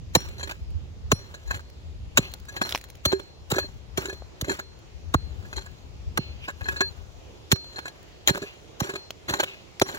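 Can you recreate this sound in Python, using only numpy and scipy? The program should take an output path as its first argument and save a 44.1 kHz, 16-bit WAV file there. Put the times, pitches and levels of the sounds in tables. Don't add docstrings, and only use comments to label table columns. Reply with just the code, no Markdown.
import sys
import numpy as np
from scipy import signal
from scipy.fft import rfft, irfft
from scipy.io import wavfile
from scipy.ndimage import uniform_filter1d

SR = 44100
rng = np.random.default_rng(int(sys.argv[2]) if len(sys.argv) > 2 else 0)


def log_audio(samples):
    frames = np.atleast_2d(samples).T
    limited = np.clip(frames, -1, 1)
    pcm = np.round(limited * 32767).astype(np.int16)
    wavfile.write(sys.argv[1], SR, pcm)


def decibels_to_gain(level_db):
    exponent = np.asarray(level_db, float) / 20
    return 10 ** exponent


N = 440118

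# frequency in Hz, level in dB.
STONE_COLOUR = [(150, -17), (350, 13.5), (800, 8), (1500, 8.5), (2500, 4.5), (4000, -2), (5000, -13.5),
                (6700, -8.5), (10000, -18), (16000, -22)]
# frequency in Hz, level in dB, t60 in seconds.
BLADE_MODES = [(3240, -3, .025), (3950, -1, .025), (4070, -1, .03), (4210, -2, .06), (5950, -6, .04),
               (6500, -3, .025), (7000, -2, .015), (7240, -5, .03), (10400, -6, .02)]
# frequency in Hz, level in dB, t60 in seconds.
SHANK_MODES = [(340, -3, .04), (395, 0, .06), (590, -5, .035)]
# frequency in Hz, level in dB, t60 in seconds.
RATTLE_MODES = [(1100, -11, .035), (1590, -5, .04), (1680, -1, .065), (2110, -12, .03), (2540, -9, .05)]
# frequency in Hz, level in dB, t60 in seconds.
FREE_MODES = [
    [(4190, -13, .8), (4190, -3, .26), (4226, -10, .14), (4150, -11, .06)],
    [(5230, -4, .09), (5626, -3, .3), (9870, -5, .12), (10060, -9, .08)],
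    [(385, -1, .13), (360, -9, .07), (1670, -13, .1)],
]

THUD_LEAD_S = 0.02
CREEP_S, CREEP_DB, CREEP_RISE_S = .016, -25.5, 0.0063
SCATTER_DB = 4


def evened(x):
    return x / np.sqrt(np.mean(x ** 2) + 1e-20)


def read(points, hz):
    f, value = np.transpose(points)
    return np.interp(np.log(hz + 1), np.log(f + 1), value)


def along(rows, t, rest):
    s, *columns = np.transpose(rows)
    return [np.interp(t, s, c, rest, rest) for c in columns]


def add(mix, s, sound):
    part = mix[round(s * SR):][:len(sound)]
    part += sound[:len(part)]


def coloured(x, points):
    log_gain = np.log(decibels_to_gain(read(points, abs(np.fft.fftfreq(4096, 1 / SR)))))
    taps = np.fft.ifft(np.exp(np.conj(signal.hilbert(log_gain)))).real[:1024]
    return signal.oaconvolve(x, taps / np.linalg.norm(taps))[:N]


def treble(x, hz=5000):
    return signal.sosfilt(signal.butter(2, hz, "high", fs=SR, output="sos"), x)


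def ring(drive, modes):
    t = np.arange(SR // 2) / SR
    body = sum(decibels_to_gain(db - 60 * t / t60) * np.sin(2 * np.pi * hz * t) for hz, db, t60 in modes)
    return signal.oaconvolve(drive, body)[:N]


def mottled(x, patchy_db):
    z = signal.stft(x, nperseg=256)[2]
    patches = uniform_filter1d(rng.standard_normal(z.shape), 7, 0)
    patches = evened(uniform_filter1d(patches, 3, 1))
    return decibels_to_gain(-patchy_db / 2) * signal.istft(z * decibels_to_gain(patchy_db * patches), nperseg=256)[1][:N]


def runs(rows):
    span_db = 20
    t = np.arange(N) / SR
    levels = []
    for s, db, swell, fade in rows:
        away = np.maximum((s - t) / max(swell, .005), (t - s) / max(fade, .005))
        levels.append(db - span_db * away)
    return np.max(levels, 0)


def blows():
    # start in seconds, crush in dB, clunk in dB, treble in dB, crush length in ms.
    chops = [(0.15, -11, -13, 8, 11.4), (1.1165, -8.5, -19, -13, 7.4), (2.172, -5, -20, -46, 14),
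             (3.052, -11.5, -23.5, -0.5, 10.9), (3.501, -30, -30, 9, 24.2), (3.5153, -13, -20.5, -6.5, 7.3),
             (3.973, -21, -22, 4, 12), (4.412, -24, -32.5, 9.5, 5.9), (5.14, -15.5, -16, -5, 7.8),
             (6.174, -16.5, -21.5, -2, 6.5), (7.516, -10, -27.5, 4.5, 12), (8.2758, -10, -17, 9, 1.9),
             (8.281, -10, -26, -4.5, 7.1), (8.802, -19, -21.5, 2.5, 7.7), (9.815, -10.5, -16.5, -42, 8.6)]
    # last crest in seconds, level in dB, pace (1 = usual).
    ground_waves = [(0.1729, -15.5, 1.3), (1.135, -10, 1.05), (2.196, -12.5, 1.24), (3.0721, -18, 0.77),
                    (3.53, -15.5, 1.23), (3.989, -24, 0.97), (4.435, -20.5, 0.78), (5.16, -11, 0.77),
                    (6.195, -18, 1.36), (7.535, -10.5, 1.1), (8.3115, -15.5, 1.33), (8.822, -17, 1.23),
                    (9.3158, -26.5, 0.8), (9.8259, -19, 1.25)]
    # frequency in Hz, level in dB.
    clod_colour = [(150, -11.5), (350, 0), (700, -6), (1200, -3.5), (2000, -13), (5000, -49.5)]
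    body, edge, clod, soil = np.zeros((4, N))
    for s, db, clunk_db, treble_db, ms in chops:
        s = s - CREEP_S
        force = crush(.7 * ms, rise=.35, spread_db=3)
        add(body, s - .001, decibels_to_gain(db + 0.5) * force)
        add(edge, s - .001, decibels_to_gain(db + treble_db) * force)
        add(clod, s + 0.003103, decibels_to_gain(clunk_db + 3) * force)
    for s, db, pace in ground_waves:
        add(soil, s - THUD_LEAD_S, decibels_to_gain(db + 3.5) * thud(pace))
    steel = decibels_to_gain(-44.5) * ring(body, BLADE_MODES)
    stone = coloured(treble(body, hz=1494) + treble(edge), STONE_COLOUR)
    return mottled(stone + coloured(clod, clod_colour), patchy_db=1.5) + steel + soil + singing()


def crush(ms, rise, spread_db):
    clicks, luck = rng.standard_normal((2, 3000))
    t = np.arange(3000) / SR - CREEP_S
    u = np.maximum(t, 0) / (max(ms, 1) / 1000)
    shape = np.where(u < rise, np.sin(np.pi / 2 * u / rise) ** 2, np.exp(-(u - rise) ** 2))
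    shape = shape + decibels_to_gain(CREEP_DB) * np.exp(-abs(t) / CREEP_RISE_S)
    return shape * clicks * decibels_to_gain(spread_db * evened(uniform_filter1d(luck, 12)))


def thud(pace):
    wave_hz, spread_hz, spread_s = 80, 23.54, 0.0029
    rise_s, full_s, fade_s = 0.007, -0.00114, 0.0041
    t = (np.arange(4000) / SR - THUD_LEAD_S) * pace
    early = np.maximum(t, -4 * spread_s)
    turns = wave_hz * t + spread_hz * spread_s * (1 - np.exp(-early / spread_s))
    u = t - full_s
    swell = np.where(u < 0, np.exp(-(u / rise_s) ** 2), 1 / np.cosh(u / fade_s))
    return swell * np.cos(2 * np.pi * turns)


def singing():
    # start in seconds, blade in dB, overtones in dB, shank in dB.
    releases = [(0.166, -41, -39.5, -50.5), (1.127, -42, -41, -56.5), (2.188, -43, -54, -45),
                (2.623, -39, -47, -57), (2.645, -36, -59, -57), (3.0632, -27.5, -53, -32),
                (3.1406, -42.5, -62, -15.5), (3.209, -45.5, -67, -62), (3.606, -34.5, -70, -57),
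                (3.5736, -49, -55, -24), (3.9897, -45, -56, -31.5), (4.06, -59, -62, -36),
                (4.093, -44, -58, -32), (4.515, -48, -60, -24.5), (4.6, -48, -65, -46),
                (5.147, -42.5, -69, -61), (5.581, -45.5, -73, -37), (6.1834, -36.5, -63, -33),
                (6.651, -47.5, -75, -49), (6.774, -36, -64, -55), (6.705, -52.5, -73, -59),
                (6.8141, -30, -66, -32.5), (7.524, -28, -47, -27), (7.7674, -40.5, -77, -47),
                (8.2966, -35, -59.5, -34), (8.374, -46, -58, -44), (8.806, -57, -46, -56),
                (8.8996, -48, -63, -32), (8.965, -44, -63, -36), (9.4016, -41.5, -61, -35),
                (9.8261, -55, -43, -28.5)]
    touches = [1.3, 2.35, 2.692, 3.118, 3.203, 3.665, 5.3, 6.33, 6.89, 7.9, 8.345, 8.44, 9.09, 10]
    # start in seconds, level in dB.
    head_knocks = [(0.41, -38), (0.434, -37), (1.508, -33), (1.544, -37), (2.5, -51), (2.571, -35),
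                   (2.619, -41), (3.63, -38), (4.499, -36), (5.449, -48), (5.58, -41), (6.482, -33.5),
                   (6.612, -35), (6.687, -21), (6.742, -43), (6.761, -33.5), (6.815, -25), (7.769, -41),
                   (7.785, -44), (7.83, -51), (7.867, -38), (1.344, -48), (0.51, -60), (9.339, -29)]
    # frequency in Hz, level in dB, t60 in seconds.
    head_modes = [(1675, 0, .1), (2540, -10, .09), (1100, -12, .06)]
    damp_s, lead_s = .006, .008
    out, knocks = np.zeros((2, N))
    t = np.arange(SR // 2) / SR
    tones = [ring(np.ones(1), modes) for modes in FREE_MODES]
    for s, *levels in releases:
        free = min(stop for stop in touches if stop > s) - s + lead_s
        damping = np.exp(-np.maximum(t - free, 0) / damp_s)
        add(out, s - lead_s, damping * sum(decibels_to_gain(db + 6.5) * tone for db, tone in zip(levels, tones)))
    for s, db in head_knocks:
        add(knocks, s, decibels_to_gain([db + 7.5]))
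    return out + ring(knocks, head_modes)


def catches():
    # time in seconds, crush in dB, shank ring in dB, rattle in dB.
    pry_rows = [(3.129, -26, -45, -40), (3.121, -15.5, -54, -45.5), (3.195, -25.5, -24.5, -66),
                (3.559, -36, -19.5, -34.5), (3.584, -11.5, -32, -34), (3.64, -48, -31, -57),
                (4.056, -18.5, -26, -40.5), (4.096, -31, -53, -41), (4.129, -26, -28, -59),
                (4.445, -23, -29, -51), (4.481, -25.5, -17.5, -46), (4.496, -47, -30, -30.5),
                (4.514, -34.5, -34, -34), (4.592, -19.5, -31, -44.5), (8.29, -4.5, -16, -32),
                (8.297, -14.5, -32, -71), (8.348, -21, -25, -43), (8.373, -16.5, -23.5, -52.5),
                (8.421, -24, -21.5, -46.5), (8.434, -31, -26.5, -55), (8.847, -50, -34, -43),
                (8.894, -25, -40, -37), (8.938, -23, -24, -52), (8.955, -19, -63, -45),
                (9.289, -22.5, -43, -41.5), (9.296, -9, -23.5, -62), (9.337, -12, -22.5, -34.5),
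                (9.39, -26.5, -40, -45.5), (9.399, -5, -51, -29.5), (9.433, -8, -24, -65),
                (9.863, -42, -48, -50), (9.893, -39.5, -37, -45.5), (9.943, -50, -33, -43.5)]
    # time in seconds, crush in dB, rattle in dB, blade ring in dB.
    drag_rows = [(0.38, -49, -72, -47.5), (0.395, -31.5, -71, -40.5), (0.409, -36, -59, -44),
                 (0.432, -24, -65, -34.5), (0.474, -21, -67, -68), (0.494, -23.5, -46, -52),
                 (0.511, -21, -43, -51), (1.342, -29, -50.5, -44.5), (1.475, -54, -58, -47),
                 (1.508, -45, -28, -35), (1.542, -20, -51, -54), (1.594, -34.5, -67, -55),
                 (2.486, -61, -44.5, -40), (2.566, -17.5, -63, -44), (2.616, -9, -29, -48),
                 (2.651, -24, -42, -59), (5.53, -30, -44, -43.5), (5.562, -28.5, -56, -36.5),
                 (5.58, -23, -49, -47.5), (5.611, -39, -64, -47), (5.66, -49, -49.5, -47),
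                 (6.482, -31, -31.5, -43), (6.61, -32, -48, -70), (6.684, -19, -41.5, -44),
                 (6.501, -26.5, -47, -68), (6.656, -45, -39, -55), (6.742, -49, -58, -64),
                 (6.764, -40.5, -48, -45), (6.808, -5, -28.5, -33.5), (7.557, -28, -60, -58),
                 (7.64, -42, -64, -58), (7.728, -37, -60, -57), (7.745, -42, -66, -63),
                 (8.832, -33.5, -55, -61), (8.868, -30, -45, -52), (7.763, -34, -46.5, -47.5),
                 (7.784, -22.5, -44, -72), (7.856, -47, -39.5, -42), (7.879, -26, -69, -42.5)]
    pry_ms, pry_blade_db = 6.5, 1
    drag_ms, drag_shank_db = 7.5, -13
    length_spread = 0.25
    body, shank, head, blade = np.zeros((4, N))
    pries = [(s, db, shank_db, rattle_db, rattle_db + pry_blade_db, pry_ms)
             for s, db, shank_db, rattle_db in pry_rows]
    drags = [(s, db, db + drag_shank_db, rattle_db, ring_db, drag_ms)
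             for s, db, rattle_db, ring_db in drag_rows]
    for s, db, shank_db, rattle_db, ring_db, usual_ms in pries + drags:
        ms = usual_ms * (1 + length_spread * rng.uniform(-1.1, 1))
        force = crush(1.434 * ms, rise=0.43, spread_db=6.5)
        start = s - .5 * ms / 1000 - CREEP_S
        add(body, start, decibels_to_gain(db - 12.5) * force)
        push = force / np.linalg.norm(force)
        add(shank, start, decibels_to_gain(shank_db + 0.5) * push)
        add(head, start, decibels_to_gain(rattle_db + 15.0) * push)
        add(blade, start, decibels_to_gain(ring_db + 1.5) * push)
    stone = mottled(coloured(body, STONE_COLOUR), patchy_db=2.6)
    return stone + ring(shank, SHANK_MODES) + ring(head, RATTLE_MODES) + ring(blade, BLADE_MODES)


def grit():
    # fullest moment in seconds, level in dB, swell in seconds, fade in seconds.
    grit_runs = [(0.165, -41.5, .01, 0.28), (0.5, -48, 0.4, 0.15), (1.14, -50, .01, 0.67),
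                 (1.55, -37, 0.098, 0.052), (2.195, -43, 0.016, 0.26), (2.565, -42, 0.094, 0.088),
                 (2.67, -37.5, 0.074, 0.2), (3.08, -40, 0.0061, 0.17), (3.535, -32.5, 0.015, 0.15),
                 (3.995, -35, 0.015, 0.17), (4.53, -35.5, 0.1, 0.076), (5.55, -52.5, 0.68, 0.44),
                 (6.7, -42, 0.15, 0.33), (7.85, -54.5, 1, 0.45), (8.295, -40.5, .01, 0.29),
                 (8.825, -34.5, 0.017, 0.16), (9.285, -29.5, 0.0041, 0.19), (9.88, -37.5, 0.046, 1)]
    clicks_per_s = 7000
    size = decibels_to_gain(3.5 * np.minimum(rng.exponential(1, N), 4)) * (rng.random(N) < clicks_per_s / SR)
    clumps = decibels_to_gain(2.2 * evened(uniform_filter1d(rng.standard_normal(N), 400)))
    force = decibels_to_gain(runs(grit_runs) + 4.0) * evened(size * clumps * rng.choice([-1, 1], N))
    heard = mottled(coloured(force + decibels_to_gain(-7.5) * treble(force), STONE_COLOUR), patchy_db=2.6)
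    hum = decibels_to_gain(-46.5) * ring(force, BLADE_MODES) + decibels_to_gain(-37.5) * ring(force, RATTLE_MODES)
    hum += decibels_to_gain(-26.0) * ring(force, SHANK_MODES) + decibels_to_gain(-48) * ring(force, FREE_MODES[0])
    return heard + hum


def slides():
    # fullest moment in seconds, level in dB, swell in seconds, fade in seconds.
    soil_runs = [
        (0.18, -51.5, 0.011, 0.42),
        (2.25, -40, 0.088, 0.062),
        (6.21, -46.5, 0.079, 0.25),
        (6.45, -41, 0.065, 0.054),
        (8.47, -43, 0.057, 0.107),
        (9.48, -40.5, 0.04, 0.14),
    ]
    clumps = decibels_to_gain(2.5 * evened(uniform_filter1d(rng.standard_normal(N), 60)))
    crumbs = evened(rng.standard_normal(N) * clumps)
    colour = [(600, -11.0), (1900, -1), (2700, 12.5), (3800, -5.5), (9000, -28.5)]
    return decibels_to_gain(runs(soil_runs) + 4.0) * coloured(crumbs, colour)


def clods():
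    # landing in
    # seconds, level in dB, pitch in Hz, treble in dB.
    landings = [(0.204, -40, 598, -0.5), (0.287, -39.5, 805, -2.5), (0.7038, -65, 600, 8.5),
                (0.754, -57, 538, -18), (1.699, -57, 486, 3.5), (2.316, -56.5, 458, 9.5),
                (2.337, -30.5, 864, -1.5), (2.399, -57, 506, 4), (2.452, -60, 600, 9),
                (2.658, -45, 800, 1.5), (2.668, -44, 700, 3), (2.676, -48.5, 900, 1.5),
                (2.691, -30, 1120, 1), (2.71, -41.5, 452, -8), (2.723, -25.5, 560, -1.5),
                (2.748, -5, 990, -20), (2.756, -18, 686, -3.5), (2.775, -36, 514, -1),
                (2.765, -43, 700, -0.5), (2.784, -50, 700, 4), (2.79, -56, 700, 2), (2.8115, -56, 452, 12),
                (2.839, -38.5, 710, -2), (2.853, -52, 608, -8), (2.887, -53, 894, -1),
                (2.9, -36.5, 896, -4), (2.952, -56.5, 700, 7.5), (2.97, -62, 600, 3),
                (4.221, -24, 664, -45), (4.789, -44, 550, -14), (8.028, -47, 500, -5),
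                (9.105, -21.5, 660, -8.5), (9.797, -29.5, 1105, 4), (9.8155, 0, 740, -30),
                (5.1435, -5.5, 360, -31), (6.81, -24, 620, -33)]
    # time in seconds, level in dB.
    crumb_curve = [
        (2.64, -101),
        (2.704, -47),
        (2.82, -76.5),
    ]
    heavy_db, crumbs_per_s = -27, 900
    knocks, ticks = np.zeros((2, N))
    t = np.arange(800) / SR
    for s, db, hz, treble_db in landings:
        add(knocks, s + .001, decibels_to_gain(db) * np.sin(2 * np.pi * hz * t) * np.exp(-t * hz / .8))
        tick = rng.standard_normal(800)
        if db > heavy_db:
            tick = 2 * uniform_filter1d(tick, size=5)
        add(ticks, s + .001, decibels_to_gain(db + treble_db + 8) * tick * np.exp(-t / .0012))
    db, = along(crumb_curve, np.arange(N) / SR, -120)
    crumbs = decibels_to_gain(5.0 * np.minimum(rng.exponential(1, N), 4)) * (rng.random(N) < crumbs_per_s / SR)
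    patter = decibels_to_gain(db + 7.5) * evened(crumbs * rng.choice([-1, 1], N))
    colour = [(500, -18.0), (1500, 4.0), (4000, 4.0), (8000, -4.0), (16000, -6.0)]
    return knocks + coloured(ticks + patter, colour)


def scatter(x):
    shift_per_s = 3.7
    t = np.arange(2000) / SR
    tails = rng.standard_normal((2, 2, 2000)) * decibels_to_gain(-60 * t / .018) * (t > .0003)
    bright = coloured(x, [(100, -22), (1000, -19), (2200, -15), (4000, -6), (9000, 0)])
    turn = 2 * np.pi * shift_per_s * np.arange(N) / SR
    out = np.zeros((2, N))
    for k, tail in enumerate(tails):
        spot = bright * np.cos(turn + k * np.pi / 2)
        out += signal.oaconvolve(spot[None], tail / np.linalg.norm(tail[0]), axes=1)[:, :N]
    return out


def wind():
    # time in seconds, level in dB.
    gust_curve = [(0.0, -43.5), (0.44, -49), (0.97, -46), (1.28, -51.5), (1.8, -52.5), (2.08, -47.5),
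                  (2.92, -55), (3.47, -57), (3.67, -50), (4.89, -58.5), (5.23, -46), (5.78, -53.5),
                  (6.17, -45), (6.42, -53.5), (6.95, -54.5), (7.23, -58), (9.76, -69.5), (9.98, -72)]
    # time in seconds, left over right in dB.
    gust_lean = [
        (0.0, -3.5),
        (5.75, 12),
        (6.0, 4),
        (7.0, 19),
        (7.31, 1.5),
        (9.98, 2),
    ]
    # centre in seconds, level in dB, pitch in Hz, length in seconds.
    slaps = [(0.093, -31, 89.5, 0.026), (0.27, -33, 63, .04), (0.624, -22, 60, 0.0095),
             (0.701, -24.5, 64.5, 0.027), (0.763, -21.5, 80, 0.021), (0.826, -32, 70.4, 0.032),
             (1.06, -28, 65, 0.019), (1.49, -23.5, 53.5, 0.032), (1.556, -27.5, 95, 0.016),
             (1.894, -35, 80, 0.073), (2.037, -29.5, 60, 0.032), (4.957, -32, 68, 0.013),
             (5.081, -30.5, 85, 0.039), (5.254, -30, 70, 0.0062), (5.315, -36, 60, 0.015),
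             (5.392, -31, 69, 0.018), (5.572, -30, 60.7, 0.02), (6.08, -19, 71, 0.01),
             (6.306, -30, 65, 0.0061), (6.625, -26.5, 71, 0.011), (6.723, -36, 70, 0.02),
             (7.022, -35.5, 59.4, 0.014)]
    # frequency in Hz, level in dB.
    roar_colour = [(20, -33.5), (40, -5.5), (65, 2.5), (90, -5.5), (140, -13.5), (250, -23.5), (500, -44),
                   (1000, -80)]
    t = np.arange(N) / SR
    db, = along(gust_curve, t, None)
    pan_db, = along(gust_lean, t, None)
    eddies = np.zeros((2, N))
    u = np.arange(-4000, 4000) / SR
    for s, eddy_db, hz, length in slaps:
        phase, skew, lean = rng.random(3)
        turns = phase, phase + 0.99 * (skew - .5)
        for port, turn, side in zip(eddies, turns, (lean - .5, .5 - lean)):
            wave = np.exp(-(u / length) ** 2) * np.sin(2 * np.pi * (hz * u + turn))
            add(port, max(s - 4000 / SR, 0), decibels_to_gain(eddy_db + 3.0 + 9 * side) * wave)
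    roar = decibels_to_gain(db + 13.5) * air(roar_colour, 0.41, patchy_db=2.0, wide=12, long=3, size=2048)
    return decibels_to_gain([pan_db / 2, -pan_db / 2]) * (roar + eddies)


def leaves():
    # time in seconds, level in dB.
    hiss_curve = [
        (0.0, -58),
        (2.25, -56.5),
        (2.64, -58),
        (3.22, -57),
        (9.87, -53),
        (9.98, -51),
    ]
    # frequency in Hz, level in dB.
    hiss_colour = [(59, -4), (100, -1), (273, -15), (352, -6.5), (1570, -23.5), (2670, -21), (6550, -28.5),
                   (9830, -40), (15100, -47.5), (16400, -58)]
    db, = along(hiss_curve, np.arange(N) / SR, None)
    return decibels_to_gain(db + 8.5) * air(hiss_colour, 0.16, patchy_db=1.47, wide=20, long=30, size=1024)


def air(points, same, patchy_db, wide, long, size):
    frames, hz = 4 * N // size + 5, np.fft.rfftfreq(size, 1 / SR)
    a, b, c, d, patches = rng.standard_normal((frames, len(hz), 5)).T
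    patches = evened(uniform_filter1d(uniform_filter1d(patches, wide, 0), long, 1))
    left = a + 1j * b
    right = same * left + np.sqrt(1 - same ** 2) * (c + 1j * d)
    z = np.array([left, right]) * decibels_to_gain(read(points, hz)[:, None] + patchy_db * patches)
    return evened(signal.istft(z, nperseg=size, noverlap=3 * size // 4)[1][:, :N])


def dipped(x):
    centre_hz, width_hz, depth_db = 8600, 430, -20
    hz = np.fft.rfftfreq(N, 1 / SR)
    dip_db = depth_db * np.exp(-((hz - centre_hz) / width_hz) ** 4)
    return irfft(rfft(x, axis=-1) * decibels_to_gain(dip_db), N)


def ports(side, front, gusts):
    # frequency in Hz, phase in radians the casing adds to the left lead.
    casing_lead = [(0, 0), (170, .3), (850, .6), (1100, 1.1), (1600, 1.1), (2600, .7), (3900, .7),
                   (4650, -.7), (5700, .2), (8000, 0), (9300, -1), (11000, .5), (12500, 2), (16000, 2.6)]
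    # frequency in Hz, left over right in dB.
    port_balance = [(60, -3.5), (180, -3), (550, -4.5), (1650, 1), (4970, -0.5), (15000, 9)]
    # frequency in Hz, level in dB.
    port_colour = [(20, -20.5), (45, -8), (70, -5), (6300, -2.5), (7400, -3), (8000, -11), (8700, -8.5),
                   (10000, -5.5), (12000, -6), (15200, -1.5), (16200, 11), (16600, -44)]
    gap_s = 6 / SR
    hz = np.fft.rfftfreq(N, 1 / SR)
    lead = 2 * np.pi * hz * gap_s + np.interp(hz, *np.transpose(casing_lead))
    half = decibels_to_gain(read(port_balance, hz) / 2) * np.exp(.5j * lead)
    heard = rfft(side, axis=-1) * np.array([half, 1 / half]) + rfft(front + gusts, axis=-1)
    return irfft(heard * decibels_to_gain(read(port_colour, hz)), N)


def scene():
    work = blows() + catches() + grit() + slides()
    debris = clods()
    side = dipped(work + decibels_to_gain(SCATTER_DB) * scatter(work)) + leaves()
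    return ports(side, debris + decibels_to_gain(SCATTER_DB) * scatter(debris), wind())


def band_limit(x):
    return signal.sosfilt(signal.butter(12, 15850, fs=SR, output="sos"), x)


def record(dry):
    low_pass = signal.firwin(255, 15950, window=("kaiser", 9), fs=SR)
    mix = signal.oaconvolve(np.clip(dry, -1, 1), low_pass[None], "same")
    return band_limit(mix)


dry = scene()
out = record(dry)
log_audio(out)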